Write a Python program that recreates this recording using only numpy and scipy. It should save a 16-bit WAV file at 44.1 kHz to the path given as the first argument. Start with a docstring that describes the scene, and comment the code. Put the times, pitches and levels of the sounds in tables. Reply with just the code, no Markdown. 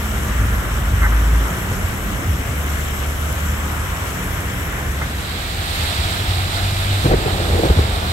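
"""Drain fountain and flooded road

Floodwater gushes from a roadside drain while vehicles pass on the wet road, one of them clanking.
From about five seconds this blends into a flooded road, with a wading car, a lorry and dull knocks.
Water is patchy filtered noise with ringing bubbles; engines and vehicle hums are wavering tones;
metal and panel are struck resonances. Wind and late panel booms are short low swings, and traffic
is low filtered noise."""
import sys
import numpy as np
from scipy import signal
from scipy.fft import rfft, irfft, next_fast_len
from scipy.io import wavfile
from scipy.ndimage import uniform_filter1d, map_coordinates

SR = 44100
rng = np.random.default_rng(int(sys.argv[2]) if len(sys.argv) > 2 else 0)


def transcribe(u):
    """Save the signal u as a 16-bit wav file named by the first command-line argument.

    u: samples, shape (n,) or (channels, n), limited to [-1, 1]; the rate is SR.
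    q: integer samples, one column per channel.
    """
    v = np.clip(np.atleast_2d(u).T, -1, 1)
    q = np.round(v * 32767).astype(np.int16)
    wavfile.write(sys.argv[1], SR, q)


N = 358091  # samples

SPRAY_DB, SPLASH_DB = -34.5, -29  # the fountain at rest
SPLASH_FOLLOWS = 0.3  # share of the surges that the heavy water follows
# spectrum of the fountain: pitch_hz, relative density_db (per Hz), left_minus_right_db, likeness (0-1)
DRAIN_SPECTRUM = [(396,-4,-0.5,0), (640,-1.5,-0.5,0.82), (860,-2,-3,0), (1380,0,-2,0.35),
                  (2170,-3.5,5,0.26), (2540,-8,3,0.3), (3030,-8,7.5,0.13), (4740,-24,16.5,0),
                  (5500,-16.5,15,0.03), (7020,-18,2.5,0.38), (7860,-16,-2.5,1), (9250,-25,5,0.5),
                  (10900,-21,-4,0.95), (11650,-15.5,-7,0.97), (13200,-22.5,5.5,0.27), (15500,-26,12,0.22)]
# surges of the fountain: centre_s, half_duration_s, extra_spray_db
DRAIN_SURGES = [(.25, 0.33, 1), (1.6, 0.29, 1.6), (2.84, 0.27, 1.5), (3.33, .18, 1), (4.15, 0.24, 1.4)]


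def drain():
    """Turbulent jet: slow surges lift the spray most, and its level varies slightly at random."""
    surge_db = sum(db * swell(s, half) for s, half, db in DRAIN_SURGES)
    heave_db = 0.091 * wobble(14)
    splash_db = SPLASH_DB + SPLASH_FOLLOWS * surge_db + heave_db
    spray_db = SPRAY_DB + surge_db + heave_db + 0.4 * wobble(25)
    source = churn(grain_db=-7.0, patchy_db=2.5, drop_hz=7330)
    return water(source, DRAIN_SPECTRUM, -0.18, 3340, splash_db, spray_db)


BLEND_START_S, BLEND_END_S, BLEND_POWER = 4.84, 5.83, 0.94  # the power bends the fade
WASH_DB, BOW_SPRAY_DB = -28.5, -25  # heavy water; spray before slowing, turning and bursts
SLOWING_DB_PER_S = 0.67  # the wading car throws less spray as it slows
TURN_S, TURN_LENGTH_S, TURN_LOSS_DB = 7.1, 0.027, 1  # the microphone swings away from the spray
# spectrum of the flooded road: pitch_hz, relative density_db (per Hz), left_minus_right_db, likeness (0-1)
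ROAD_SPECTRUM = [(530,-2.5,-1,0.67), (673,5.5,3,0.48), (780,4.5,-3,0.57), (1050,-1,-1,0.22),
                 (1300,3.5,0,0.49), (2750,-8,-1.5,0.39), (3850,-4,-13.5,0.11), (5170,-14.5,-4.5,0.37),
                 (5850,-19,8,0.16), (7030,-20,13,0.27), (7270,-17,-2,0.97), (8640,-18,0.5,0.77),
                 (10200,-25.5,-2.7,0.9), (11700,-20.5,-6,0.92), (14500,-27.5,2,0.74)]
# the bow wave breaks higher and lower: centre_s, half_duration_s, extra_spray_db
BOW_BURSTS = [(5.812, 0.11, 1), (6.503, 0.051, -1), (7.046, 0.038, 1.1), (7.142, 0.045, -1.5)]


def flooded_road():
    """Breaking bow wave: broadband spray over heavy wash, both surging, the spray waning with speed."""
    t = clock()
    turned = (1 + np.tanh((t - TURN_S) / TURN_LENGTH_S)) / 2
    slowing_db = SLOWING_DB_PER_S * np.maximum(t - BLEND_END_S, 0)
    burst_db = sum(db * swell(s, half) for s, half, db in BOW_BURSTS)
    spray_db = BOW_SPRAY_DB - slowing_db - TURN_LOSS_DB * turned + burst_db
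    surge_db = 0.44 * wobble(18)
    source = churn(grain_db=-8.0, patchy_db=1.5, drop_hz=6940)
    return water(source, ROAD_SPECTRUM, 0.35, 2080, WASH_DB + surge_db, spray_db + surge_db)


def places():
    """Crossfade: gains of the drain and of the flooded road as one gives way to the other."""
    blend = np.interp(clock(), [BLEND_START_S, BLEND_END_S], [0, 1])
    return (1 - blend) ** BLEND_POWER, blend ** BLEND_POWER


def water(source, table, lead_ms, split_hz, splash_db, spray_db):
    """Spectral shaping: heavy splash below split_hz and fine spray above it, each at its own level."""
    pair = ears(source, lambda hz: along(table, hz, axis=3), lead_ms)

    def colour(hz):
        ratio = amp(along(table, hz, axis=2))
        balance = np.array([ratio, np.ones_like(ratio)]) / np.hypot(ratio, 1)
        return amp(along(table, hz)) * above(hz, 230) * balance

    splash = unit(filtered(pair, lambda hz: colour(hz) * below(hz, split_hz)))
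    spray = unit(filtered(pair, lambda hz: 1j * colour(hz) * above(hz, split_hz)))
    return amp(splash_db) * splash + amp(spray_db) * spray


def churn(grain_db, patchy_db, drop_hz):
    """Turbulence: two unrelated channels of patchy hiss studded with bubbles and droplets."""
    z = signal.stft(rng.standard_normal((2, N)), nperseg=512)[2]
    field = rng.standard_normal(z.shape[1:])
    field = uniform_filter1d(field, size=13, axis=0)  # smooth across frequency
    field = uniform_filter1d(field, size=12, axis=1)  # smooth across time
    fineness = np.linspace(0.3, 1, len(field))[:, None]  # treble is patchier than bass
    hiss = signal.istft(z * amp(patchy_db * fineness * unit(field)), nperseg=512)[1][:, :N]
    grains = np.array([bubbles(drop_hz, cycles=6.2, spread_db=0.5, count=9000) for ear in hiss])
    return unit(hiss) + amp(grain_db) * grains


def bubbles(pitch_hz, cycles, spread_db, count, size=200):
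    """Bubble resonance: many short damped rings rise in pitch; the long low ones start softer."""
    t = np.arange(size) / SR
    start = rng.integers(0, N, (count, 1))
    hz = np.clip(pitch_hz * np.exp(0.55 * rng.standard_normal((count, 1))), 800, 14500)
    strength = hz * amp(spread_db * np.minimum(rng.exponential(size=(count, 1)), 4))
    age = hz * t / cycles  # time in units of the decay
    rise = 1 + np.minimum(age, 2) / 20
    ring = strength * np.exp(-age) * np.sin(2 * np.pi * hz * t * rise)
    sample_index = (start + np.arange(size)).ravel()
    return unit(np.bincount(sample_index, ring.ravel(), N + size)[:N])


FAVOUR_DB, FAVOUR_WIDTH_HZ = 10, 60  # each knock lifts the modes near one pitch
THUD_HZ, THUD_Q = 142, 4  # low boom of a blow; its pitch over its width
SCUFF_DB = -19  # the brighter scuff of each knock, against its ring
SHUDDER_RAGGED_DB = 1  # random flare and falter of the shudder
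# knocks of a hollow panel: start_s, ring_level_db, brightness_hz, favoured_pitch_hz, thud_level_db
PANEL_KNOCKS = [(7.045, -14, 595, 400, -7.5), (7.053, -10, 1100, 330, -7.5), (7.059, -9.5, 600, 340, -22),
                (7.067, -16, 750, 540, -28), (7.087, -15, 700, 400, -15), (7.096, -10, 600, 460, -26),
                (7.111, -8.5, 1050, 786, -4), (7.117, -4.5, 550, 364, -16), (7.127, -9, 700, 380, -22),
                (7.135, -7.5, 900, 370, -7), (7.144, -20, 850, 480, -28), (7.258, -14, 1000, 420, -20),
                (7.274, -13, 950, 760, -25), (7.4, -15, 950, 610, -29), (7.546, -12, 900, 340, -20),
                (7.579, -17, 900, 690, -28), (7.591, -12, 600, 480, -24), (7.633, -9, 650, 320, -22),
                (7.648, -8, 650, 520, -22), (7.663, -13, 700, 540, -14), (7.699, -14, 950, 400, -11),
                (7.766, -20, 500, 250, -13), (7.786, -10.5, 900, 280, -12)]
# modes of the panel: pitch_hz, width_hz, level_db
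PANEL_MODES = [(147, 28, -7), (277, 31, -6.5), (339.4, 20, 0), (391, 40, 0), (462, 122, -1), (643, 150, -3),
               (813, 170, -4.5)]


def knocks():
    """Modal excitation: blows ring a hollow panel with thud and scuff, and noise makes it shudder."""
    def panel(hz, bright_hz):
        return body(PANEL_MODES, hz) * below(hz, bright_hz, order=3)

    def struck(hz, bright_hz, pitch_hz):
        favour_db = FAVOUR_DB / (1 + ((hz - pitch_hz) / FAVOUR_WIDTH_HZ) ** 2)
        return panel(hz, bright_hz) * amp(favour_db)

    def boom(hz):
        return body([(THUD_HZ, THUD_HZ / THUD_Q, 0)], hz) * below(hz, 340)

    def bright(hz):
        return above(hz, 940) * below(hz, 2000)

    ring_rows = [row[:-1] for row in PANEL_KNOCKS]
    thud_rows = [(s, db) for s, *_, db in PANEL_KNOCKS]
    scuff_rows = [(s, db + SCUFF_DB) for s, db, *_ in PANEL_KNOCKS]
    ring = strikes(ring_rows, t60=0.035, hardness=0.68, response=struck, alike=0.92, lead_ms=0.37)
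    thud = strikes(thud_rows, t60=0.025, hardness=0.89, response=boom, alike=0.94, lead_ms=0.25)
    scuff = strikes(scuff_rows, t60=0.13, hardness=0.05, response=bright, alike=0.4, lead_ms=0.31)
    noise = ears(rng.standard_normal((2, N)), lambda hz: 0.7, lead_ms=0.23)
    shudder = unit(filtered(noise, lambda hz: panel(hz, bright_hz=950)))
    ragged = amp(SHUDDER_RAGGED_DB * wobble(70))
    return ring + thud + scuff + shaking() * ragged * shudder


SHUDDER_SWELL_DB_PER_S = 1000
# bouts of shuddering of the panel: start_s, end_s, level_db, fade_db_per_s
SHUDDER_BOUTS = [(7.067, 7.155, -27.5, 110), (7.205, 7.713, -29, 120), (7.502, 7.663, -27.5, 110.5),
                 (7.765, 7.82, -30, 16)]


def shaking():
    """Power summation: the overlapping bouts give the gain of the panel's shudder."""
    bouts = [held(start, end, db, SHUDDER_SWELL_DB_PER_S, fade) for start, end, db, fade in SHUDDER_BOUTS]
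    return np.sqrt(sum(bout ** 2 for bout in bouts))


# loose metal on passing cars: start_s, level_db, brightness_hz
METAL_CLANKS = [(1.02, -22, 2000), (1.031, -17, 2100), (1.041, -21, 2100), (1.050, -18.5, 2000),
                (1.062, -23, 1900), (1.122, -21, 1700), (1.25, -27, 1600), (1.34, -26, 1800),
                (5.012, -23, 1800), (5.018, -23, 2300)]
# modes of the metal: pitch_hz, width_hz, level_db
METAL_MODES = [(910, 100, -8.5), (990, 57, -3.5), (1240, 440, -6), (1530, 100, 1), (1730, 230, -2.5),
               (2100, 43, 1.5)]
# wheels over a bump: start_s, level_db
WHEEL_CLUNKS = [(1.715, -23), (5.018, -24)]


def clanks():
    """Modal excitation: blows ring loose metal on passing cars; band-passed blows clunk their wheels."""
    def metal(hz, bright_hz):
        return body(METAL_MODES, hz) * below(hz, bright_hz, order=8)

    def wheel(hz):
        return above(hz, 270) * below(hz, 800)

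    rattle = strikes(METAL_CLANKS, t60=0.1, hardness=0.2, response=metal, alike=0.76, lead_ms=-0.14)
    clunk = strikes(WHEEL_CLUNKS, t60=0.059, hardness=0.28, response=wheel, alike=0.7, lead_ms=-0.13)
    return rattle + clunk


# engines pulling: start_s, end_s, firing_rate_hz, glide_hz_per_s, level_db, swell_db_per_s, fade_db_per_s
PICKUP_PULLS = [(.42, .48, 57.5, 10.3, -17, 42, 72), (1.03, 1.37, 52.67, 11, -13, 38, 94)]
CAR_PULLS = [(.02, .3, 72.2, -7.5, -25, 15, 20), (.92, 1.0, 72.5, 29, -17, 32, 70),
             (2.27, 3.78, 70.37, 3.2, -22, 130, 44), (4.92, 5.04, 70.7, 3.5, -22.5, 39, 62)]
# engine orders: multiple of the firing rate, level_db
PICKUP_ORDERS = [(1, 1.5), (2, -18), (3, -24), (5, -25.5)]
CAR_ORDERS = [(1, 1), (2, -15.5), (4, -23)]
# steady and gliding hums of passing vehicles, from tyre treads and, in the last row, a high drone
# of the lorry: centre_s, half_duration_s, pitch_hz, glide_hz_per_s, level_db
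VEHICLE_HUMS = [(0.251, 0.63, 211, -22, -31.5), (2.05, 0.2, 199.6, 3, -31), (2.35, 0.38, 270, -55.5, -37.5),
                (3.05, .3, 244.6, -12, -39), (3.4, .4, 163, 17, -36), (3.599, 0.19, 198, 19.5, -34),
                (4.241, 0.11, 181, 4, -27.5), (4.5, 0.081, 185.5, 0, -29.5), (4.35, 0.5, 283, 22, -40.5),
                (6.4, .6, 342, 0, -43)]


def vehicles():
    """Periodic excitation: engine orders of a pickup, cars and a lorry, with steady and gliding hums."""
    pickup = engine(PICKUP_PULLS, PICKUP_ORDERS, rough_db=-1.0)
    cars = engine(CAR_PULLS, CAR_ORDERS, rough_db=0.8)
    hums = 0
    for s, half, hz, glide, db in VEHICLE_HUMS:
        pitch_hz = hz + glide * (clock() - s)
        hums = hums + amp(db) * swell(s, half) * hum(pitch_hz, [(1, 0)], rough_db=2.0, waver=0.01085)
    return pickup + cars + hums + lorry()


def engine(pulls, orders, rough_db):
    """Harmonic synthesis: each pull swells, holds and fades while its pitch glides."""
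    total = 0
    for start, end, hz, glide, db, swell_db, fade_db in pulls:
        pitch_hz = hz + glide * (clock() - start)
        tone = hum(pitch_hz, orders, rough_db, waver=0.0034)
        total = total + held(start, end, db, swell_db, fade_db) * tone
    return total


LORRY_DB, LORRY_DB_PER_HZ = -28.5, 0.28  # level at lowest revs, unloaded, as the blend ends; rise with revs
LORRY_LOAD_DB = 0.09  # louder while it gathers speed, per Hz/s
LORRY_NEARS_DB_PER_S = 3.5
# the lorry revs up and eases off: time_s, firing_rate_hz
LORRY_REVS = [(5.2, 80), (5.8, 88.46), (6.2, 88.95), (6.8, 97.6), (7.05, 97.85), (7.4, 85.95), (7.7, 85.65),
              (8.12, 79.6)]
# lorry orders: multiple of the firing rate, level_db
LORRY_ORDERS = [(1, 1), (0.26, -15), (1.5, -17)]


def lorry():
    """Load-dependent radiation: louder as the lorry nears, revs higher and pulls harder."""
    time_s, rate_hz = np.transpose(LORRY_REVS)
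    hz = np.interp(clock(), time_s, rate_hz)
    load = uniform_filter1d(np.gradient(hz) * SR, size=SR // 10)
    revs_db = LORRY_DB_PER_HZ * (hz - hz.min())
    nearing_db = LORRY_NEARS_DB_PER_S * (clock() - BLEND_END_S)
    db = LORRY_DB + revs_db + LORRY_LOAD_DB * load + nearing_db
    return places()[1] * amp(db) * hum(hz, LORRY_ORDERS, rough_db=2.0, waver=0.012)


def hum(hz, orders, rough_db, waver):
    """Harmonic synthesis: orders of one phase, unsteady in level and in pitch (waver, as a share)."""
    phase = 2 * np.pi * np.cumsum(hz * (1 + waver * wobble(20))) / SR
    return sum(amp(level + rough_db * wobble(17)) * np.sin(k * phase) for k, level in orders)


# cars on the wet road: centre_s, half_duration_s, swish_db, swish_centre_hz, rumble_db, drone_db
CAR_PASSES = [(0.453, 0.42, -30.5, 1430, -24, -32), (1.347, 0.6, -32, 1370, -31, -31.5),
              (2.052, 0.76, -48, 1380, -25.5, -32.5), (3.803, 0.48, -32.5, 1165, -35, -42),
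              (4.598, 0.81, -34.5, 1826, -32.5, -35.5)]


def swishes():
    """Band-passed noise: wet tyres hiss up and fade as each car goes by."""
    def swish(centre_hz):
        pair = ears(rng.standard_normal((2, N)), lambda hz: 0.45, lead_ms=-0.11)
        return unit(filtered(pair, lambda hz: above(hz, centre_hz) * below(hz, centre_hz * 0.93)))

    return sum(amp(db) * swell(s, half) * swish(hz) for s, half, db, hz, _, _ in CAR_PASSES)


# thin whistle as the pickup passes: centre_s, half_duration_s, pitch_hz, swing_to_each_side_hz, level_db
PASSING_WHISTLE = (.95, .36, 14200, 1000, -50)


def whistle():
    """Frequency modulation: a faint high tone, blurred by fast wobble, glides up and levels off."""
    s, half, hz, swing_hz, db = PASSING_WHISTLE
    pitch_hz = hz + swing_hz * np.tanh((clock() - s) / half) + 260 * wobble(900)
    return amp(db) * swell(s, half) * np.sin(2 * np.pi * np.cumsum(pitch_hz) / SR)


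# near drops: start_s, level_db
NEAR_DROPS = [(2.9078, -24.5), (3.3272, -21), (4.0384, -29)]


def drops():
    """Impulsive excitation: single drops tick close by as short high band-passed blows."""
    def tick(hz):
        return above(hz, 8200) * below(hz, 14000)

    return strikes(NEAR_DROPS, t60=0.0059, hardness=0.27, response=tick, alike=0.59, lead_ms=0)


# short low swings, from wind buffets and from the booms of the late panel knocks:
# centre_s, peak_db, half_duration_s, mean pitch_hz
LOW_SWINGS = [(0.45, -17, 0.072, 102), (0.947, -16, 0.035, 104.3), (1.85, -21.5, 0.058, 86.6),
              (2.292, -12.5, 0.037, 78), (5.788, -17, 0.04, 82.6), (5.999, -13.5, 0.014, 79.6),
              (6.31, -19, 0.1, 88), (7.13, -14, .07, 48.3), (7.557, -12.5, 0.023, 86.2),
              (7.71, -6, 0.017, 91.7), (7.79, -7.5, 0.028, 74.8), (7.852, -16, 0.025, 72),
              (7.931, -17.5, 0.042, 52.2)]


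def low_swings():
    """Low-frequency pressure pulses: wind buffets and late panel booms as short wavering tones."""
    swing = 2 * np.pi * np.cumsum(1 + 0.1337 * wobble(50)) / SR
    return sum(amp(db) * swell(s, half) * np.sin(hz * swing) for s, db, half, hz in LOW_SWINGS)


DRAIN_RUMBLE_DB, DRAIN_DRONE_DB = -27.5, -32.5  # distant traffic at the drain
ROAD_RUMBLE_DB, ROAD_DRONE_DB = -26.5, -33  # distant traffic at the flooded road
SHAKE_RUMBLE_DB, SHAKE_DRONE_DB = 1, -2  # low end of the shaking, against the shudder
# spectra of road rumble and tyre drone: pitch_hz, relative density_db (per Hz)
RUMBLE_SPECTRUM = [(20, -34), (32, -10), (50, 2), (75, 0), (105, -1.5), (140, -13), (220, -25), (500, -55)]
DRONE_SPECTRUM = [(20, -40), (70, -6), (130, 2), (190, 1), (260, -5), (360, -7), (520, -11), (1200, -48.5)]


def traffic():
    """Incoherent addition: distant traffic, passing cars and the shaking panel sum in power."""
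    at_drain, at_road = places()
    sources = [(np.sqrt(at_drain), DRAIN_RUMBLE_DB, DRAIN_DRONE_DB),
               (at_road, ROAD_RUMBLE_DB, ROAD_DRONE_DB),
               (shaking(), SHAKE_RUMBLE_DB, SHAKE_DRONE_DB)]
    for s, half, _, _, rumble_db, drone_db in CAR_PASSES:
        sources.append((swell(s, half), rumble_db, drone_db))
    rumble = np.sqrt(sum((gain * amp(db)) ** 2 for gain, db, _ in sources))
    drone = np.sqrt(sum((gain * amp(db)) ** 2 for gain, _, db in sources))
    return rumble * roar(RUMBLE_SPECTRUM, alike=0.96) + drone * roar(DRONE_SPECTRUM, alike=0.97)


def roar(spectrum, alike):
    """Coloured noise: low stereo noise of rms 1, nearly alike in both ears."""
    pair = ears(rng.standard_normal((2, N)), lambda hz: alike, 0)
    return unit(filtered(pair, lambda hz: amp(along(spectrum, hz))))


def strikes(rows, t60, hardness, response, alike, lead_ms):
    """Source-filter model: a clean impulse (energy share hardness) and a decaying burst excite a body."""
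    track = np.zeros((2, N))
    t = np.arange(SR // 4) / SR
    lead_in = SR // 50  # silence that leaves room for the ear delays
    decay = amp(-60 * t / t60)  # t60 in seconds
    share = np.clip(hardness, 0, 1)
    for s, db, *own in rows:  # own: further columns, which shape the response
        burst = np.sqrt(1 - share) * decay * rng.standard_normal((2, len(t)))
        burst[0, 0] = np.sqrt(share) * np.linalg.norm(decay)
        pair = ears(np.pad(burst, ((0, 0), (lead_in, 0))), lambda hz: alike, lead_ms)
        gain = np.sqrt(np.mean(abs(response(np.linspace(0, SR / 2, 4096), *own)) ** 2))
        add(track, s - lead_in / SR, amp(db) / gain * filtered(pair, lambda hz: response(hz, *own)))
    return track


def body(modes, hz):
    """Modal superposition: causal response of a set of resonances with alternating signs."""
    total = 0
    for k, (centre, width, db) in enumerate(modes):
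        resonance = 1j * hz * width / (centre * centre - hz * hz + 1j * hz * width)
        total = total + (-1) ** k * amp(db) * resonance
    return total


def ears(pair, alike, lead_ms):
    """Interaural coherence: unrelated signals become left and right; the left leads below the treble."""
    def mid_side(hz):
        turn = np.arccos(np.clip(alike(hz), 0, 1)) / 2 * np.ones_like(hz)
        return np.array([np.cos(turn), np.sin(turn)])

    def lead(hz):  # a negative lead_ms lets the right ear lead
        return np.exp(1j * np.pi * hz * lead_ms / 1000 * (hz < 6500) * np.array([[1], [-1]]))

    mid, side = filtered(pair, mid_side)
    return filtered(np.array([mid + side, mid - side]), lead)


def filtered(x, response):
    """Linear filtering: x times a complex response of frequency."""
    n = x.shape[-1]
    m = next_fast_len(n + SR // 4, True)
    return irfft(rfft(x, m) * response(np.fft.rfftfreq(m, 1 / SR)), m)[..., :n]


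def below(hz, edge_hz, order=4):
    """Butterworth magnitude: low-pass gain."""
    return 1 / np.sqrt(1 + (hz / edge_hz) ** (2 * order))


def above(hz, edge_hz, order=4):
    """Power complement: high-pass gain that completes below."""
    return np.sqrt(1 - below(hz, edge_hz, order) ** 2)


def along(points, hz, axis=1):
    """Log-frequency interpolation: one column of a table over frequency."""
    table = np.asarray(points, float)
    return np.interp(np.log(hz + 1), np.log(table[:, 0]), table[:, axis])


def swell(s, half):
    """Gaussian envelope: gain 1 at time s, falling to 1/e at half seconds on either side."""
    return np.exp(-((clock() - s) / half) ** 2)


def held(start, end, db, swell_db, fade_db):
    """Exponential envelope: swells, holds from start to end and fades; slopes in dB a second."""
    t = clock()
    swelling_db = abs(swell_db) * np.maximum(start - t, 0)
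    fading_db = abs(fade_db) * np.maximum(t - end, 0)
    return amp(db - swelling_db - fading_db)


def wobble(rate):
    """Band-limited randomness: a smooth random curve with rate knots a second."""
    knots = rng.standard_normal(int(N * rate / SR) + 4)
    return map_coordinates(knots, [np.arange(N) * rate / SR])


def clock():
    """Sampling: the time of every sample in seconds."""
    return np.arange(N) / SR


def amp(db):
    """Decibel law: amplitude gain of a level in dB."""
    return 10 ** (np.asarray(db) / 20)


def unit(x):
    """Power normalisation: x at rms 1."""
    return x / np.sqrt(np.mean(x ** 2) + 1e-20)


def add(track, s, sound):
    """Superposition: mix a sound into a track from time s."""
    part = track[..., round(s * SR):][..., :sound.shape[-1]]
    part += sound[..., :part.shape[-1]]


def scene():
    """Superposition: the waters of the two places crossfade and all other sources add."""
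    at_drain, at_road = places()
    waters = at_drain * drain() + at_road * flooded_road()
    road = traffic() + swishes() + vehicles() + whistle()
    return waters + road + clanks() + knocks() + low_swings() + drops()


TOP_HZ = 15780  # band limit


def record(dry):
    """Band limitation: an ideal low-pass keeps nothing from TOP_HZ up."""
    return filtered(dry, lambda hz: hz < TOP_HZ)


dry = scene()
out = record(dry)
transcribe(out)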